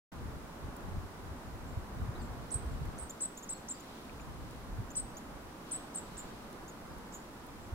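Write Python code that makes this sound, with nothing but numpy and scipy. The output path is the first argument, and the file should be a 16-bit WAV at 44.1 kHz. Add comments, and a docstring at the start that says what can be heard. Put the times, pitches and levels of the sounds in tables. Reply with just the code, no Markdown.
"""First comes the hum of far traffic under a soft hiss, with wind thudding on two microphone ports.
Then small birds are heard around a feeder in a winter wood. Beaks and claws tick faintly, far birds
call, and close ones give thin, sharp chirps near 8 kHz and short arched contact notes.
Each call is a whistle from the syrinx, the bird's voice box, scattered by branches and trunks."""
import sys
import numpy as np
from scipy import signal
from scipy.fft import rfft, irfft, next_fast_len
from scipy.io import wavfile
from scipy.ndimage import uniform_filter1d, map_coordinates

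SR = 44100
rng = np.random.default_rng(int(sys.argv[2]) if len(sys.argv) > 2 else 0)


def digitize_waveform(pressure):
    """Quantize a signal to 16-bit integers and store it at the path in sys.argv[1].

    Rows of a 2-D input are taken as channels; values are limited to [-1, 1].
    """
    field = np.atleast_2d(pressure).T
    bounded = np.clip(field, -1, 1)
    quanta = np.round(bounded * 32767).astype(np.int16)
    wavfile.write(sys.argv[1], SR, quanta)


N = 341334

# the tone colour of each noise: f/Hz, relative level/dB
TRAFFIC_COLOUR = [(30, -2.5), (110, -6), (170, -0.5), (230, 1), (300, -0.5), (400, -4.5), (650, -6.5),
                  (1000, -6), (1500, -11), (2000, -18.5), (3000, -33), (6000, -61)]
HISS_COLOUR = [(500, -43), (2000, 4), (3000, 1.5), (4000, -3.5), (5200, -1.5), (8000, -3.5), (11500, -5),
               (15500, -8)]
RUSTLE_COLOUR = [(800, -34), (2000, -2), (4000, 1), (6000, -7.5), (10000, -11.5), (15500, -15)]
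WIND_COLOUR = [(10, -26), (22, -7.5), (45, 3.5), (70, 1.5), (110, -2), (170, -8), (260, -18.5), (450, -48),
               (1500, -90)]
# how alike left and right are: f/Hz, likeness (1 = the same, 0 = unrelated)
BACKGROUND_LIKENESS = [(60, 1), (290, 0.94), (640, 0.48), (1410, 0.25), (3100, -0.3), (6800, -0.089),
                       (15000, -0.14)]
WIND_LIKENESS = [(40, .75), (90, .5), (160, 0)]
# the low background hum, which wavers slowly and drops abruptly near 3.1 s: t/s, relative level/dB
HUM_LEVELS = [(0.2, -53), (0.22, -52.5), (0.55, -52.5), (1.85, -52), (2.18, -50), (2.38, -52.5),
              (3.02, -51.5), (3.1, -54), (6.13, -53.5), (6.24, -52), (6.57, -53), (7.6, -54)]
# bouts of rustling and gusts of wind: peak t/s, level/dB, half length/s
RUSTLE_BOUTS = [(2.7, -65, 0.37), (3.92, -61, 0.18), (4.52, -64.5, .08), (5.75, -59, 0.087),
                (6.2, -61, 0.24)]
WIND_GUSTS = [(.26, -42.5, 0.11), (.67, -42.5, .04), (.94, -38.5, 0.078), (1.29, -43, 0.049),
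              (1.65, -45, .15), (2.01, -35.5, 0.047), (2.24, -43, 0.13), (2.78, -39.5, 0.16),
              (4.44, -46, 0.21), (4.76, -40.5, 0.067), (5.02, -45.5, 0.055), (5.35, -52.5, 0.11),
              (6.97, -49.5, .06)]
# the wind between gusts: t/s, level/dB
WIND_LULLS = [(0, -58.5), (2.9, -53), (3.1, -71), (3.7, -66), (4.3, -62), (5.9, -63.5), (6.2, -56),
              (7.3, -61.5), (7.7, -51.5)]
# beak and claw taps: t/s, peak level/dB, centre f/Hz, width/octaves, time to fade 60 dB/s
TAPS = [(.7665, -38.5, 12100, 0.62, .012), (2.8545, -44, 10000, .7, .012), (3.979, -51, 2600, .4, .03),
        (4.0951, -42, 2400, .12, .028), (4.1974, -45, 2500, .12, .028), (4.51, -45, 7000, 1, .025),
        (6.528, -46, 6960, 0.99, .025), (6.9844, -46, 11000, .5, .01), (7.4660, -43.5, 10900, .55, .012)]
# single puffs of air: t/s, peak level/dB, f/Hz, half length/s
AIR_PUFFS = [(0.983, -29.5, 65, 0.0075), (1.778, -27.5, 91, 0.0076), (2.094, -28, 110, 0.0088),
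             (2.56, -27, 85, 0.0058), (2.678, -32, 70, 0.013), (2.822, -31.5, 131, .008),
             (3.031, -39, 66.3, .022), (4.799, -28, 104, 0.011), (7.734, -30, 76, .01)]
# sliding calls of far birds: t/s, relative level/dB, start f/Hz, end f/Hz, length/s
FAR_CALLS = [(1.668, -68, 7560, 7300, .04), (1.986, -61, 3900, 3600, .012), (2.149, -58, 3440, 4240, 0.015),
             (2.193, -62, 4900, 4250, .026), (2.71, -66, 7700, 7300, .035), (3.546, -58, 4350, 4250, .011),
             (3.568, -61, 7350, 6600, .018), (3.742, -57.5, 4500, 4960, 0.018),
             (5.145, -62, 4400, 5000, .009), (6.90, -66, 5300, 4360, .03), (7.608, -68, 7900, 7200, .042)]
# faint extra tones in a whistle: multiple of the pitch, relative level/dB
EXTRA_TONES = [(.5, -26.5), (1.5, -27), (2, -24.5)]
# full chirps: t/s, level/dB, crest f/Hz, dip f/Hz, length/s, fade over the call/dB,
# boost of the extra tones/dB, delay at the left port/ms
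SHARP_CHIRPS = [(2.199, -62, 8500, 7300, .045, 8, 0, .15), (2.504, -39.5, 8450, 7950, .063, -4, -7, .174),
                (2.979, -46.5, 9100, 7900, .064, 7, -5, .17), (3.203, -34.5, 8570, 7660, .062, 5, -4, .09),
                (3.488, -35, 8400, 7520, .055, 8, -1, .092), (3.683, -37.5, 8280, 7200, .046, 5, -1, .103),
                (4.952, -32.5, 8950, 7880, .062, 4, -7, .086),
                (5.709, -35.5, 9000, 7720, .064, 6, -2, .094), (5.942, -38, 9000, 7350, .058, 8, 2, .096),
                (6.166, -47, 8080, 7050, .054, 7, 7, .125), (7.120, -50.5, 7780, 6700, .054, 6, 11, .138)]
# short arched notes: t/s, level/dB, crest f/Hz, length/s
CONTACT_NOTES = [(3.094, -45.5, 7380, 0.021), (3.371, -51, 7500, 0.028), (3.425, -52, 7340, 0.026),
                 (3.797, -56, 7250, 0.018), (4.202, -62, 7300, .022), (4.902, -53.5, 7300, 0.022),
                 (5.167, -50.5, 7230, 0.021), (6.678, -56, 7440, 0.029)]


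def amp(db):
    """Turn decibels into a gain."""
    return 10 ** (np.asarray(db) / 20)


def unit(x):
    """Scale x to an average strength (rms) of 1."""
    return x / np.sqrt(np.mean(x ** 2) + 1e-20)


def along(points, hz):
    """Read a table of f/Hz, value on a log frequency axis."""
    f, values = np.transpose(points)
    return np.interp(np.log(hz + 1), np.log(f + 1), values)


def curve(rows):
    """Join rows of t/s, value with straight lines."""
    return np.interp(np.arange(N) / SR, *np.transpose(rows))


def wobble(rate, size):
    """A smooth curve through `rate` random values a second."""
    return map_coordinates(rng.standard_normal(4000), [np.arange(size) * rate / SR], mode="wrap")


def filtered(x, response):
    """Scale each frequency in x by response(hz)."""
    size = next_fast_len(x.shape[-1] + 8192)
    gains = response(np.fft.rfftfreq(size, 1 / SR))
    return irfft(rfft(x, size) * gains, size)[..., :x.shape[-1]]


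def add(track, s, sound):
    """Mix a stereo sound into the track at s seconds."""
    part = track[:, round(s * SR):][:, :sound.shape[-1]]
    part += sound[..., :part.shape[-1]]


def noise(colour, likeness=BACKGROUND_LIKENESS):
    """Stereo noise with a given tone colour and left-right likeness."""
    def response(hz):
        angle = np.arccos(np.clip(along(likeness, hz), -1, 1)) / 2
        return amp(along(colour, hz)) * [np.cos(angle), np.sin(angle)]
    shared, opposite = filtered(rng.standard_normal((2, N)), response)
    return unit(np.array([shared + opposite, shared - opposite]))


def surges(rows, rest_db):
    """A gain that rises from rest in one bell shape for each row."""
    t = np.arange(N) / SR
    power = sum((amp(db) * np.exp(-((t - s) / half) ** 2 / 2)) ** 2 for s, db, half in rows)
    return np.sqrt(amp(rest_db) ** 2 + power)


def traffic(boost_db=4.5):
    """A far road hums through the trees, a little louder on the right."""
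    level_db = curve(HUM_LEVELS) + boost_db + .67 * wobble(8, N)
    return amp(level_db) * noise(TRAFFIC_COLOUR) * amp([[-.5], [.5]])


def hiss_and_rustle(hiss_db=-61):
    """A thin, even hiss, and a faint rustle that comes and goes."""
    return amp(hiss_db) * noise(HISS_COLOUR) + surges(RUSTLE_BOUTS, rest_db=-65) * noise(RUSTLE_COLOUR)


def wind(uneven_db=2):
    """Gusts push unevenly on the microphone ports and make them rumble."""
    rumble = noise(WIND_COLOUR, WIND_LIKENESS) * amp(uneven_db * wobble(35, N))
    return surges(WIND_GUSTS, curve(WIND_LULLS)) * unit(rumble)


def ticks():
    """Beaks and claws tap seed, bark and tray: tiny dry cracks and woody knocks."""
    out, t = np.zeros((2, N)), np.arange(SR // 20) / SR
    for s, db, centre_hz, octaves, fade_s in TAPS:
        burst = rng.standard_normal((2, len(t))) * amp(-60 * t / fade_s)
        crack = filtered(burst, lambda hz: np.exp(-(np.log2((hz + 1) / centre_hz) / octaves) ** 2 / 2))
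        add(out, s, amp(db) * crack / np.abs(crack).max())
    return out


def puffs():
    """Single puffs of air hit the ports, each with a short, low thud."""
    out, t = np.zeros((2, N)), np.arange(-SR // 20, SR // 20) / SR
    for s, db, hz, half in AIR_PUFFS:
        phase = rng.uniform(0, 2 * np.pi) + .4 * rng.standard_normal((2, 1))
        thud = np.exp(-(t / half) ** 2) * np.cos(2 * np.pi * hz * t + phase)
        add(out, s + t[0], amp(db) * thud)
    return out


def whistle(hz, loudness, pan_db, lag_ms, extra_db, jitter=.0062, flutter_db=-2.8, rasp_db=-28):
    """The syrinx sings a slightly shaky tone; the left port gets it pan_db louder and lag_ms later."""
    size = len(hz)
    hz = hz * (1 + jitter * wobble(774, size))
    side = np.array([[1], [-1]]) / 2  # left, right
    phase = 2 * np.pi * (np.cumsum(hz) / SR - side * hz * lag_ms / 1000)
    extras = 0
    for multiple, db in EXTRA_TONES:
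        damping = 1 / np.sqrt(1 + (multiple * hz / 14800) ** 40)  # softens the highest tones
        extras += amp(db + extra_db) * damping * np.sin(multiple * phase + .9 * wobble(600, size))
    # swirling air in the throat adds a faint scratch below the tone
    rasp = amp(rasp_db) * wobble(3500, size) * np.cos(.62 * phase)
    gain = loudness * amp(side * pan_db + flutter_db * wobble(266, size))
    return np.sqrt(2) * (np.sin(phase) + extras + rasp) * gain


def swell(t, length, rise_s, fall_s):
    """Fade a note smoothly in and out."""
    opening = np.sin(np.pi / 2 * np.clip(t / rise_s, 0, 1))
    closing = np.sin(np.pi / 2 * np.clip((length - t) / fall_s, 0, 1)) ** 2
    return opening * closing


def tree_echo(sound, branches_db, trunks_db, branches_s=.08, trunks_s=.37):
    """The direct sound, a quick echo from nearby branches and a longer one from the trunks."""
    t = np.arange(SR // 2) / SR
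    branches, trunks = rng.standard_normal((2, 2, len(t)))
    branches = branches * amp(-60 * t / branches_s) * (1 - np.exp(-t / .0035))
    trunks = trunks * amp(-60 * t / trunks_s) * (1 - np.exp(-t / .0027))
    echoes = (amp(branches_db) * unit(branches) + amp(trunks_db) * unit(trunks)) / np.sqrt(len(t))
    direct = t == 0
    return signal.fftconvolve(sound, direct + echoes, axes=1)


def far_calls(trim_db=-7):
    """Far birds sing faint, scratchy slides, half lost in their own echo."""
    out = np.zeros((2, N))
    for s, db, start_hz, end_hz, length in FAR_CALLS:
        t = np.arange(int(length * SR)) / SR
        hz = start_hz + (end_hz - start_hz) * t / length
        loudness = amp(db + trim_db) * swell(t, length, rise_s=.00098, fall_s=.0013)
        call = whistle(hz, loudness, pan_db=6, lag_ms=0, extra_db=-8, jitter=.011)
        add(out, s, tree_echo(call, branches_db=-1, trunks_db=-2))
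    return out


def glide(t, times, pitches):
    """A pitch path with rounded corners, since the syrinx cannot turn at once."""
    return uniform_filter1d(np.interp(t, times, pitches), SR // 200, mode="nearest")


def chirps(close_db=-35, attack_s=.018, attack_db=15.5, flick_s=.05, flick_hz_per_s=65000):
    """The pitch shoots up, dips, rests a little higher and, in longer calls, flicks up at the end."""
    out = np.zeros((2, N))
    for s, db, crest_hz, dip_hz, length, fade_db, extra_db, lag_ms in SHARP_CHIRPS:
        t = np.arange(int(length * SR)) / SR
        rest_hz = dip_hz + .3 * (8700 - dip_hz)
        pitches = [.56 * crest_hz, .97 * crest_hz, 1.015 * crest_hz, dip_hz, dip_hz, rest_hz]
        hz = glide(t, [0, .0095, .0135, .025, .03, .04], pitches)
        hz += flick_hz_per_s * np.maximum(t - flick_s, 0)
        opening_db = -attack_db * np.clip(1 - t / attack_s, 0, 1) ** 1.3
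        level_db = db + opening_db - fade_db * (t / length - .2)
        loudness = amp(level_db) * swell(t, length, rise_s=.003, fall_s=.0076)
        pan_db = 85 * (.105 - lag_ms)  # the later the left port hears it, the fainter it is there
        # a bird farther off or turned away is heard with less scratch and more echo
        fainter_db = close_db - db
        call = whistle(hz, loudness, pan_db, lag_ms, extra_db, rasp_db=-22.5 - fainter_db)
        echo_db = -11.5 + .52 * fainter_db
        add(out, s, tree_echo(call, branches_db=echo_db, trunks_db=echo_db - 3.5))
    return out


def contact_notes():
    """Close birds whistle soft notes, each one quick arch of pitch."""
    out = np.zeros((2, N))
    for s, db, crest_hz, length in CONTACT_NOTES:
        t = np.arange(int(length * SR)) / SR
        hz = crest_hz * glide(t, [0, .007, .012, .023], [.77, .96, 1.02, .87])
        loudness = amp(db) * swell(t, length, rise_s=.0037, fall_s=.0057)
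        note = whistle(hz, loudness, pan_db=-.5, lag_ms=.13, extra_db=12)
        add(out, s, tree_echo(note, branches_db=-13, trunks_db=-17))
    return out


def scene():
    """Far traffic and wind, with the birds on top."""
    background = traffic() + hiss_and_rustle() + wind()
    return background + ticks() + puffs() + far_calls() + chirps() + contact_notes()


def record(dry, start_s=.117, top_hz=15800):
    """The sound starts after a moment of silence and holds nothing above top_hz."""
    fade_in = np.clip((np.arange(N) / SR - start_s) / .005, 0, 1)
    return filtered(dry * fade_in, lambda hz: hz < top_hz)


dry = scene()
out = record(dry)
digitize_waveform(out)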